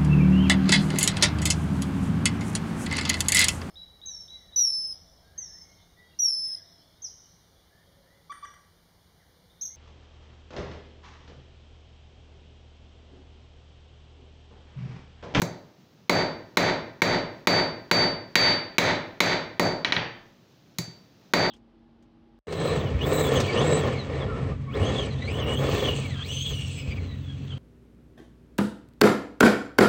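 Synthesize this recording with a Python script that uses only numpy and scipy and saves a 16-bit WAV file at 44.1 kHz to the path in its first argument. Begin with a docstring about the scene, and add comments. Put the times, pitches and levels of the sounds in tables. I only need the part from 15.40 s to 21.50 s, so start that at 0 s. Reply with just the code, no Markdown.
"""A smith draws out a hot steel bar on an anvil, over low shop rumble. One light blow, then nine heavy
ones (0.7-4.2 s): each a crack, ringing steel and a wash of workshop echo. The hammer bounces to rest
on the bare face in three taps (4.4-4.6 s). A faint blow follows, then a last heavy one (5.9 s).
Gain control ducks on each loud crack and lets the echo swell up behind it."""
import sys
import numpy as np
from scipy import signal
from scipy.fft import rfft, irfft, next_fast_len
from scipy.io import wavfile
from scipy.ndimage import uniform_filter1d, minimum_filter1d

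SR = 44100
rng = np.random.default_rng(int(sys.argv[2]) if len(sys.argv) > 2 else 0)


def wrap_up_sound(samples):
    """Save the sound to the file named by the first command line argument, as 16-bit audio."""
    columns = np.atleast_2d(samples).T
    # keep every value between -1 and 1, then stretch to whole-number steps
    tamed = np.clip(columns, -1, 1)
    steps = np.round(tamed * 32767).astype(np.int16)
    wavfile.write(sys.argv[1], SR, steps)


N = 269010
TAIL = SR  # samples per struck sound
TAIL_S = np.arange(TAIL) / SR

# rumble and hiss: f/Hz, level/dB
FLOOR_EQ = [(30, -20.5), (60, 3), (150, 13.5), (400, 3), (900, -6), (2000, -11.5), (4000, -10.5),
            (6300, -14.5), (8300, -32), (14000, -29.5)]
# workshop echo: f/Hz, level/dB
ECHO_EQ = [(30, -3), (55, -16.5), (76, -11.5), (100, -5.5), (600, -1), (1250, -7), (2000, -2.5),
           (2400, -6.5), (2800, -16), (4050, -10.5), (4500, -17.5), (7400, -24.5), (8700, -40),
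           (14000, -36.5)]
# echo decay: f/Hz, t60/s
ECHO_DECAY = [(80, 0.73), (210, 0.61), (560, 0.58), (1500, 0.54), (3900, 0.48), (7000, 0.34), (11000, 0.21),
              (15000, 0.13)]
# stand and low shop resonances: f/Hz, level/dB, t60/s
STAND_MODES = [(103, -6, .6), (116, -6, .6), (166, -2, .55), (177, -3, .55), (248, -6, .65), (266, -6, .55),
               (361, 0, .55), (473, -4, .55), (544, -4, .55), (562, -4, .55), (593, -1, .55),
               (636, -4, .55), (673, -6, .5), (794, -3, .55), (876, -3, .55), (909, -2, .55)]
# whole anvil jolting on its stand: f/Hz, level/dB, t60/s
THUMP_MODES = [(106, -19.5, 0.27), (125.3, -8, 0.22), (167.4, 1, 0.1), (197, -11, 0.059), (306, -7, 0.066),
               (378, -14, 0.14)]
# anvil, hammer and bar: f/Hz, level/dB, t60/s
STEEL_MODES = [(1254, -3, .55), (1492, -5, .5), (1603, -4, .5), (1707, -7, .5), (1855, 0, .52),
               (1981, -3, .45), (2240, -1, .45), (2270, -1, .42), (2345, -4, .4), (2425, -4, .4),
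               (2713, -11, .4), (3575, -5, .5), (4005, -3, .5), (4064, -7, .38), (5830, -21, .35),
               (6255, -13, .33), (7294, -25, .3), (9930, -27, .28), (10990, -29, .24), (12390, -29, .2)]
# hammer head rebounding freely: f/Hz, level/dB, t60/s
HEAD_MODES = [(1020, -24, 0.031), (1900, -1.5, 0.069), (2270, 7, 0.038), (3970, 9, 0.018),
              (9900, -34, 0.17), (10900, -29.5, 0.055)]
# head and face damped against the bar: f/Hz, level/dB, t60/s
CLANK_MODES = [(1546, -0.5, 0.025), (1864, -9.5, 0.11), (2216, 3, 0.023), (3614, -16, 0.031),
               (4014, -8.5, 0.033), (6100, -18.5, 0.016)]
# cluster of close modes: f/Hz, level/dB
ZING_EQ = [(5600, -50), (6100, -14), (6250, 0), (6420, -12), (7000, -50)]
# brittle scale breaking: f/Hz, level/dB
SNAP_EQ = [(3000, -29.5), (5500, 7), (7500, -9.5), (9000, -10.5), (12000, -9.5), (15000, -11)]
# contact crack: f/Hz, level/dB
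CRACK_EQ = [(35, -13), (60, -46.5), (170, 2), (420, -1.5), (600, -7.5), (1000, -0.5), (1500, -4.5),
            (2250, 1.5), (2700, -9), (3900, -4.5), (4800, -16), (7000, -16), (8500, -39), (14000, -47)]
# steel-on-steel tap, bright clink near 3 kHz over a low knock: f/Hz, gain/dB
TAP_EQ = [(120, 5), (250, 2), (650, 0), (1100, 3), (2200, 2), (3000, 11), (4000, 1), (5800, 6), (8000, -12),
          (11000, -9.5), (15000, -40)]
# full blow: f/Hz, gain/dB
BLOW_EQ = [(160, -2.5), (600, -4), (1900, -7.5), (3800, -6), (7000, -5), (11000, 0.5)]
# clang grows fastest with force: f/Hz, slope/(dB per dB of force)
FORCE_SLOPE = [(160, 0.96), (600, 0.99), (1900, 1.04), (3200, 0.97), (7000, .5), (11000, 0.5)]
# harder, shorter contact lifts the treble: f/Hz, slope/(dB per dB of hardness)
HARDNESS_SLOPE = [(700, 0), (2000, 0.98), (3300, 1.34), (6000, 0.97), (11000, 0.88)]
# bounces on the bare face: t/s, level/dB, treble/dB, whole-anvil level/dB
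FACE_TAPS = [(4.4468, -18, -1.5, -19), (4.5223, -13.5, 0, -17), (4.5650, -22, -28, -9)]
# blows on the hot bar: t/s, force/dB, hardness/dB, main-note level/dB
BAR_BLOWS = [(0.0184, -19, -6, -46), (0.6955, -0.5, -2, -18.5), (1.1709, 0.45, 0.5, -21),
             (1.6193, 0.8, 0, -18), (2.0714, 1.4, 0, -11), (2.513, 0.76, 0.5, -8), (2.9551, 0.4, 6.5, -3.5),
             (3.3823, -0.45, 3.5, -23), (3.8039, -1.5, 4, -18.5), (4.1957, -4, -5, -23),
             (5.3848, -33.5, 4, -36), (5.936, 0.5, -0.5, -15.5)]
# microphone port resonance: f/Hz, gain/dB
MIC_PORT_EQ = [(13700, 0), (14400, 7), (14950, 12), (15500, 7), (16200, -4)]


def undb(db):
    """Decibels to gain."""
    return 10 ** (np.asarray(db) / 20)


def curve(points, hz):
    """Interpolate (f/Hz, value) points over log frequency."""
    knots_hz, values = np.transpose(points)
    return np.interp(np.log(np.maximum(hz, 1)), np.log(knots_hz), values)


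def colour(x, eq):
    """Minimum-phase filter from (f/Hz, gain/dB) points."""
    size = 2 * next_fast_len(len(x))
    gain = undb(curve(eq, np.fft.rfftfreq(size, 1 / SR)))
    cepstrum = irfft(np.log(gain))
    cepstrum[1:size // 2] *= 2
    cepstrum[size // 2 + 1:] = 0
    return irfft(rfft(x, size) * np.exp(rfft(cepstrum)))[:len(x)]


def add(track, at_s, sound):
    """Mix a sound in at at_s."""
    start = max(int(at_s * SR), 0)
    track[start:start + len(sound)] += sound[:N - start]


def decay(t60_s, start_db=0):
    """Exponential fade, 60 dB per t60_s."""
    return undb(start_db - 60 * TAIL_S / t60_s)


def ring(modes, rise_s=0.0002):
    """Struck modes, random phase: rise during contact, then decay."""
    rise = 1 - np.exp(-(TAIL_S / rise_s) ** 2)
    return rise * sum(decay(t60_s, db) * np.sin(2 * np.pi * (hz * TAIL_S + rng.random()))
                      for hz, db, t60_s in modes)


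def even_noise(fade, width_bins):
    """Noise whose smoothed spectrum is flat once multiplied by fade."""
    noise = rng.standard_normal(TAIL)
    for _ in range(2):
        power = uniform_filter1d(np.abs(rfft(noise * fade, 2 * TAIL)) ** 2, size=width_bins)
        noise = irfft(rfft(noise, 2 * TAIL) * np.sqrt(power.mean() / power))[:TAIL]
    return noise * np.sqrt(np.sum(fade ** 2) / np.sum((noise * fade) ** 2))


def background(level_db=-57, knots=90):
    """Shop rumble under thin hiss, wavering by about 1 dB."""
    noise = colour(rng.standard_normal(N), FLOOR_EQ)
    waver_db = np.interp(np.linspace(0, knots - 1, N), np.arange(knots), rng.standard_normal(knots))
    return noise / np.std(noise) * undb(level_db + waver_db)


def shop_echo(build_s=0.0059):
    """Dense reflections: fast build-up, treble dies first."""
    bands_hz, t60s_s = np.transpose(ECHO_DECAY)
    fades = (1 - np.exp(-TAIL_S / build_s)) * decay(t60s_s[:, None])
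    spectrum = rfft(even_noise(fades[0], width_bins=60))
    hz = np.fft.rfftfreq(TAIL, 1 / SR)
    echo = 0
    for weights, fade in zip(np.eye(len(bands_hz)), fades):
        band = irfft(spectrum * curve(np.c_[bands_hz, weights], hz), TAIL)
        echo = echo + fade * band
    return colour(echo, ECHO_EQ)


def stand_thump(gain_db=-10, wall_db=-12, wall_s=0.09, rise_s=0.003, low_cut_hz=100):
    """Anvil jolts its stand, radiating no deep bass; the far wall reflects it."""
    modes = sum(decay(t60_s, db) * np.sin(2 * np.pi * hz * TAIL_S) for hz, db, t60_s in THUMP_MODES)
    rise = 1 - np.exp(-TAIL_S / rise_s)
    thump = signal.sosfilt(signal.butter(4, low_cut_hz, "high", fs=SR, output="sos"), modes * rise)
    reflection = np.interp(TAIL_S - wall_s, TAIL_S, thump, left=0)
    return undb(gain_db) * (thump + undb(wall_db) * reflection)


def anvil_note(hz=4600.3, t60_s=0.42, swell_s=0.1):
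    """Main anvil mode: its decay times a swell as the room fills."""
    swell = 0.7 + 1.65 * (1 - np.exp(-TAIL_S / swell_s))
    return ring([(hz, 0, t60_s)]) * swell


def zing(t60_s=0.38):
    """Unresolved modes ringing as a rough narrow band."""
    return colour(rng.standard_normal(TAIL), ZING_EQ) * decay(t60_s)


def scale_snap(t60_s=0.016):
    """Scale shattering at impact."""
    return colour(rng.standard_normal(TAIL), SNAP_EQ) * decay(t60_s)


def crack(t60_s=0.02, scatter_db=-17, scatter_t60_s=0.15, rise_s=0.0002):
    """Contact: brief dense vibration, then scatter off the floor and nearby things."""
    fade = decay(t60_s) + decay(scatter_t60_s, scatter_db)
    rise = 1 - np.exp(-TAIL_S / rise_s)
    return colour(even_noise(fade, width_bins=400) * fade * rise, CRACK_EQ)


def bouncing(note, thump, crack_db=15, echo_db=1.5, steel_db=-28, note_db=-27):
    """Hammer drops on the bare face and rebounds at shrinking intervals."""
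    contact = undb(crack_db) * colour(crack(t60_s=0.019, scatter_db=-15.5), TAP_EQ) + ring(HEAD_MODES)
    wash = colour(undb(echo_db) * shop_echo() + undb(steel_db) * ring(STEEL_MODES), TAP_EQ)
    anvil = thump + undb(note_db) * note
    track = np.zeros(N)
    for at_s, level_db, treble_db, anvil_db in FACE_TAPS:
        tap = colour(contact + wash, [(4000, level_db), (9000, level_db + treble_db)])
        add(track, at_s, tap + undb(anvil_db) * anvil)
    return track


def blow_eq(force_db, hardness_db):
    """One blow's (f/Hz, gain/dB) shape from force and contact hardness."""
    hz = np.geomspace(100, 16000, 45)
    gain_db = curve(BLOW_EQ, hz) + force_db * curve(FORCE_SLOPE, hz)
    return np.c_[hz, gain_db + hardness_db * curve(HARDNESS_SLOPE, hz)]


def forging(note, thump, crack_db=19, snap_db=-3, echo_db=6.5, steel_db=-19, zing_db=-3.5,
            stand_db=-19, clank_db=5, head_db=-6, thump_db=-5, thump_db_per_db=0.14):
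    """Blows near one spot share most of their sound; force and the hot bar's give set the colour."""
    steel = undb(steel_db) * ring(STEEL_MODES) + undb(zing_db) * zing()
    contact = undb(crack_db) * crack() + undb(snap_db) * scale_snap()
    room = undb(echo_db) * shop_echo() + undb(stand_db) * ring(STAND_MODES)
    # the bar lies differently each blow, varying crack and echo
    along, across = (undb(crack_db) * crack() + undb(echo_db) * shop_echo() for _ in range(2))
    track = np.zeros(N)
    for at_s, force_db, hardness_db, note_db in BAR_BLOWS:
        angle_rad = 2 * np.pi * rng.random()
        shift = 0.4 * (np.cos(angle_rad) * along + np.sin(angle_rad) * across)
        hammer = undb(clank_db) * ring(CLANK_MODES) + undb(head_db) * ring(HEAD_MODES)
        blow = colour(contact + steel + room + hammer + shift, blow_eq(force_db, hardness_db))
        jolt = undb(thump_db + thump_db_per_db * force_db) * thump  # even light blows jolt the stand
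        add(track, at_s, blow + undb(note_db) * note + jolt)
    return track


def scene():
    """Hammer work and background, mono."""
    note, thump = anvil_note(), stand_thump()
    return (forging(note, thump) + bouncing(note, thump) + background())[None]


def gain_control(x, threshold_db=-19.5, ratio=3.4, release_s=0.048, ahead_s=0.0054):
    """Look-ahead compressor: fast duck, steady recovery."""
    power = uniform_filter1d(x ** 2, size=220)
    log_rms = np.log(np.maximum(power, 1e-12)) / 2
    log_release = np.arange(N) / SR / release_s
    held_rms = np.exp(np.maximum.accumulate(log_rms + log_release) - log_release)
    gain = np.minimum(undb(threshold_db) / held_rms, 1) ** (1 - 1 / ratio)
    half_window = int(ahead_s * SR / 2)
    gain = minimum_filter1d(gain, 2 * half_window + 1, origin=-half_window)
    return x * uniform_filter1d(gain, size=130)


def record(dry, low_cut_hz=65.5, ceiling=0.75, top_cut_hz=15900):
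    """Microphone port, gain control, bass cut, soft clip, steep top cut."""
    sound = gain_control(colour(dry[0], MIC_PORT_EQ))
    sound = signal.sosfilt(signal.butter(2, low_cut_hz, "high", fs=SR, output="sos"), sound)
    sound = sound / (1 + (sound / ceiling) ** 6) ** (1 / 6)
    return signal.sosfilt(signal.ellip(8, 0.2, 70, top_cut_hz, fs=SR, output="sos"), sound)[None]


dry = scene()
out = record(dry)
wrap_up_sound(out)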